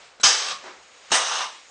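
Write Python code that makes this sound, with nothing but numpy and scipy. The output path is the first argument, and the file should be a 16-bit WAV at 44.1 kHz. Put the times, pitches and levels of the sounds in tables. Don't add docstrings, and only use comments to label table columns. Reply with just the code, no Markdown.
import sys
import numpy as np
from scipy import signal
from scipy.fft import rfft, irfft
from scipy.io import wavfile
from scipy.ndimage import uniform_filter1d

SR = 44100
rng = np.random.default_rng(int(sys.argv[2]) if len(sys.argv) > 2 else 0)


def inscribe(sig):
    pcm = np.round(np.clip(np.atleast_2d(sig).T, -1, 1) * 32767)
    wavfile.write(sys.argv[1], SR, pcm.astype(np.int16))


def makeup_ratio(level_db):
    decades = np.asarray(level_db, float) / 20
    return 10 ** decades


N = 74970

# opens t/s, level/dB, hold/s, sag/(dB/s), rise/s
BURSTS = [
    (.2315, -9, 0.015, 138, 0.0066),
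    (1.116, -14.5, 0.037, 219, 0.0032),
]
# piston starts t/s, stops t/s, level/dB, swell over the stroke/dB, closing fall/(dB/s)
STROKES = [
    (0.22, 0.519, -30.5, 2, 307),
    (1.11, 1.414, -26, 0, 189),
]
# f/Hz, level per Hz/dB
FIRST_EXHAUST = [(35, -61), (60, -50), (198, 1), (485, -4), (1270, -4), (2110, -3.5), (5630, -3.5),
                 (8090, -12), (9800, -24.5), (12700, -67.5), (21600, -120)]
FILL_S = 0.1


def unit(x):
    return x / np.sqrt(np.mean(x ** 2))


def colour(x, outline, peaks=()):
    hz = np.maximum(np.arange(N // 2 + 1) * SR / N, 1)
    outline_hz, outline_db = np.array(outline).T
    db = np.interp(np.log(hz), np.log(outline_hz), outline_db)
    for peak_hz, width_hz, lift_db in peaks:
        db = db + lift_db / (1 + (2 * (hz - peak_hz) / width_hz) ** 2)
    return unit(irfft(rfft(x) * makeup_ratio(db), N))


def walk(rate_hz):
    hold = int(SR / rate_hz)
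    steps = np.repeat(rng.standard_normal(N + 1)[:N // hold + 1], hold)
    slewed = uniform_filter1d(uniform_filter1d(steps, hold), hold)
    return unit(slewed[:N])


def jet(outline, peaks=()):
    flutter_db, flutter_hz = 1.0, 60
    spectrum = rfft(colour(rng.standard_normal(N), outline, peaks))
    octave = np.log2(np.maximum(np.arange(N // 2 + 1) * SR / N, 1))
    air = 0
    for half_octave in range(10, 30):
        share = np.cos(np.pi / 2 * np.clip(2 * octave - half_octave, -1, 1)) ** 2
        air = air + irfft(spectrum * share, N) * makeup_ratio(flutter_db * walk(flutter_hz))
    return air


def ridge(hz, width_hz, lift_db):
    return colour(rng.standard_normal(N), [(20, 0.014), (20000, 0.0059)], [(hz, width_hz, lift_db)])


def highpass(x, order, hz):
    return signal.sosfilt(signal.butter(order, hz, "high", fs=SR, output="sos"), x)


def lowpass(x, order, hz):
    return signal.sosfilt(signal.butter(order, hz, fs=SR, output="sos"), x)


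def shop(t):
    # f/Hz, level per Hz/dB
    shop_outline = [(15, -27.5), (25, -19.5), (282, -17), (540, -4), (826, -8), (1090, -7), (1170, -6.5),
                    (7630, -20), (9800, -38.5), (12700, -64), (21600, -120)]
    # f/Hz, level per Hz/dB
    far_outline = [(180, -19.5), (300, -10), (1350, -2.5), (1860, -2), (2180, 1), (5230, -4), (8470, -10),
                   (9800, -33.5), (12700, -55), (21600, -120)]
    # t/s, shop level/dB, far hiss level/dB, leak level/dB
    turning = [(0, -49.5, -54, -79), (0.049, -54, -50.5, -84), (0.189, -55.5, -62.5, -88),
               (.6, -46, -52, -79), (.8, -54, -55.5, -64), (1.0, -54.5, -53.5, -61),
               (1.089, -52, -49.5, -60.5), (1.499, -69.5, -40.5, -75.5), (1.7, -54, -56, -53.5)]
    turn_s, *levels_db = np.array(turning).T
    leak = ridge(6700, 1100, 23)
    layers = jet(shop_outline), jet(far_outline), leak
    return sum(layer * makeup_ratio(np.interp(t, turn_s, db)) for layer, db in zip(layers, levels_db))


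def handling(t):
    # middle t/s, length/s, f/Hz, level/dB
    brushes = [
        (.79, .035, 62, -71),
        (0.555, 0.06, 200, -62.5),
    ]
    rumble = 0
    for middle, length, hz, db in brushes:
        rumble = rumble + ridge(hz, hz, 50) * makeup_ratio(db) * np.exp(-((t - middle) / length) ** 2)
    return rumble


def scrape(t):
    # f/Hz, level per Hz/dB
    rub_outline = [(59, -122), (100, -37.5), (376, -9), (721, -12.5), (825, -10), (1280, -10.5),
                   (6680, -22), (9800, -44), (12700, -57), (21600, -120)]
    start_s, rise_s, hold_s = .627, .012, 0.066
    level_db, fall_db_s = -41.5, 141
    rate_hz, scatter_db, dull_hz = 700, 1.5, 1800
    slips = rng.random(N) < rate_hz / SR
    strength = makeup_ratio(scatter_db * rng.exponential(size=N)) * rng.standard_normal(N)
    clicks = slips * strength
    wash = rng.standard_normal(N) * np.std(clicks)
    since = t - start_s
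    fade = makeup_ratio(level_db - fall_db_s * np.clip(since - hold_s, 0, None))
    return colour(lowpass(clicks, 2, dull_hz) + wash, rub_outline) * np.clip(since / rise_s, 0, 1) * fade


def ticks(t):
    # t/s, ring f/Hz, level/dB, t60/s, rise/s
    impacts = [(.199, 620, -32, .012, .0003), (.2, 4000, -33, .03, .002), (.2075, 4050, -33, .015, .001),
               (.203, 1450, -34, .05, .003), (.2115, 7800, -13, .009, .002), (.2315, 900, -22, .008, .0004),
               (1.1015, 6800, -35, .008, .0003), (1.106, 1300, -24, .008, .0006),
               (1.1165, 2900, -12, .012, .0006), (1.42, 3300, -19, .015, .001),
               (1.457, 1100, -21, .012, .0005), (.445, 3300, -22, .02, .002),
               (.6635, 900, -27, .012, .0005)]
    rings = 0
    for on, hz, db, t60, rise in impacts:
        since = np.clip(t - on, 0, None)
        envelope = makeup_ratio(db - 60 * since / t60) * (1 - np.exp(-(since / rise) ** 2))
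        rings = rings - envelope * np.sin(2 * np.pi * hz * since)
    return rings


def pilot_air(t):
    # f/Hz, width/Hz, lift/dB
    pilot_port = [(1450, 300, 6), (4000, 500, 6), (7800, 2000, 6)]
    # start t/s, end t/s, level/dB
    wisps = [
        (.199, .219, -44),
        (1.101, 1.106, -46),
        (1.106, 1.118, -39),
    ]
    air = colour(rng.standard_normal(N), FIRST_EXHAUST, pilot_port)
    gain = 0
    for on, off, db in wisps:
        gain = gain + (t > on) * makeup_ratio(db - 2200 * np.clip(t - off, 0, None))
    return air * gain


def whistle(t):
    middle_s, length_s, level_db = 1.158, .016, -27
    middle_hz, fall_hz_s, width_hz = 4600, 65000, 900
    since = t - middle_s
    phase = 2 * np.pi * (middle_hz * since - fall_hz_s * since ** 2 / 2)
    breath = walk(width_hz) * np.sin(phase) + walk(width_hz) * np.cos(phase)
    return breath * makeup_ratio(level_db) * np.exp(-(since / length_s) ** 2)


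def howls(t):
    # f/Hz, width/Hz, level at the stop/dB, swell/dB, fall/(dB/s), lag/s
    hoses = [
        (1162, 370, -36.5, 25.5, 326, 0.017),
        (1056, 720, -32.5, 17.5, 183, 0.0071),
    ]
    song = 0
    for (go, stop, *_), (hz, width_hz, db, swell_db, fall, lag) in zip(STROKES, hoses):
        swell = swell_db * np.clip((stop - t) / (stop - go), 0, 1)
        env_db = db - swell - fall * np.clip(t - stop - lag, 0, None)
        song = song + ridge(hz, width_hz, 36) * np.clip((t - go) / FILL_S, 0, 1) * makeup_ratio(env_db)
    return song


def thumps(t):
    # level/dB, f/Hz, decay/s
    pushes = [
        (-49.5, 28, .012),
        (-34.5, 200, 0.007),
    ]
    out = 0
    for (on, *_), (db, hz, decay) in zip(BURSTS, pushes):
        since = np.clip(t - on, 0, None)
        out = out + makeup_ratio(db) * np.sin(2 * np.pi * hz * since) * np.exp(-since / decay)
    return out


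def valves(t):
    # f/Hz, level per Hz/dB
    first_burst = [(35, -63), (60, -25.5), (826, -5.5), (2020, -8), (3680, -7.5), (4090, -9), (4950, -1.5),
                   (6400, -3), (9800, -24), (12700, -91), (21600, -120)]
    second_burst = [(35, -71), (60, -39), (626, -8.5), (2610, -16.5), (2850, -15), (4180, -17.5),
                    (6400, -13.5), (9000, -18.5), (9800, -40.5), (12700, -65.5), (21600, -120)]
    # f/Hz, level per Hz/dB
    second_exhaust = [(35, -94), (60, -94), (186, 4.5), (317, -15), (1110, -2), (2200, -10.5), (2790, -7.5),
                      (6260, -9.5), (9800, -26), (12700, -63.5), (21600, -120)]
    # f/Hz, width/Hz, lift/dB
    first_port = [(1220, 300, 2), (1660, 150, 4), (2100, 400, -1), (3200, 300, 4), (3800, 250, 3),
                  (4400, 400, 0), (5000, 400, 3), (5550, 200, 3), (6350, 400, 4), (7050, 400, -5),
                  (7800, 400, 4)]
    second_port = [(1130, 300, 1), (1800, 200, 3), (2300, 400, -3), (2860, 130, 7), (3750, 300, 5),
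                   (4500, 500, -3), (5370, 250, 3), (5850, 250, 4), (6400, 300, 4), (7200, 600, -5),
                   (8250, 400, 4)]
    bass_hz, bass_sag_db_s = 470, 260
    exhaust_low_cut_hz = 510
    sputter_db, sputter_hz = .9, 220
    colours = [(first_burst, FIRST_EXHAUST, first_port), (second_burst, second_exhaust, second_port)]
    out = 0
    for burst_event, stroke_event, (burst_outline, exhaust_outline, port) in zip(BURSTS, STROKES, colours):
        on, db, hold, sag, rise = burst_event
        since = np.clip(t - on, 0, None)
        full = jet(burst_outline, port)
        bass_left = makeup_ratio(-bass_sag_db_s * since)
        burst = bass_left * full + (1 - bass_left) * highpass(full, 4, bass_hz)
        out = out + burst * np.clip(since / rise, 0, 1) * makeup_ratio(db - sag * np.clip(since - hold, 0, None))

        go, stop, db, swell_db, close = stroke_event
        swell = swell_db * np.clip((t - go) / (stop - go), 0, 1)
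        env_db = db + swell - close * np.clip(t - stop, 0, None)
        exhaust = highpass(jet(exhaust_outline, port), 4, exhaust_low_cut_hz)
        sputter = makeup_ratio(sputter_db * walk(sputter_hz))
        out = out + exhaust * sputter * np.clip((t - go) / FILL_S, 0, 1) * makeup_ratio(env_db)
    return out


def room(x):
    t60_s, treble_t60_s, split_hz, level_db = 0.36, 0.1, 7400, -12
    since = np.arange(SR // 2) / SR
    noise = rng.standard_normal(len(since))
    low = lowpass(noise, 1, split_hz)
    tail = low * makeup_ratio(-60 * since / t60_s) + (noise - low) * makeup_ratio(-60 * since / treble_t60_s)
    tail = tail * np.clip(since / 0.002, 0, 1)
    return makeup_ratio(level_db) * signal.fftconvolve(x, tail / np.sqrt(np.sum(tail ** 2)))[:N]


def scene():
    duck_db, knee_db = -12, -34
    t = np.arange(N) / SR
    near = valves(t) + thumps(t) + howls(t) + whistle(t) + scrape(t) + ticks(t) + pilot_air(t)
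    near = near + room(near)
    blast = uniform_filter1d(near ** 2, SR // 20, origin=SR // 40 - 2) / makeup_ratio(knee_db) ** 2
    ducking = makeup_ratio(duck_db * blast / (1 + blast))
    return (near + handling(t) + shop(t) * ducking)[None]


def top_cut(x):
    return signal.sosfilt(signal.butter(12, 10050, fs=SR, output="sos"), x)


def record(dry):
    squeeze, edge_hz, top_hz = 1.4, 9450, 9950
    rounded = np.tanh(squeeze * dry) / squeeze
    mix = lowpass(rounded, 8, edge_hz)
    mix = signal.sosfilt(signal.ellip(10, .5, 75, top_hz, fs=SR, output="sos"), mix)
    return top_cut(mix)


dry = scene()
out = record(dry)
inscribe(out)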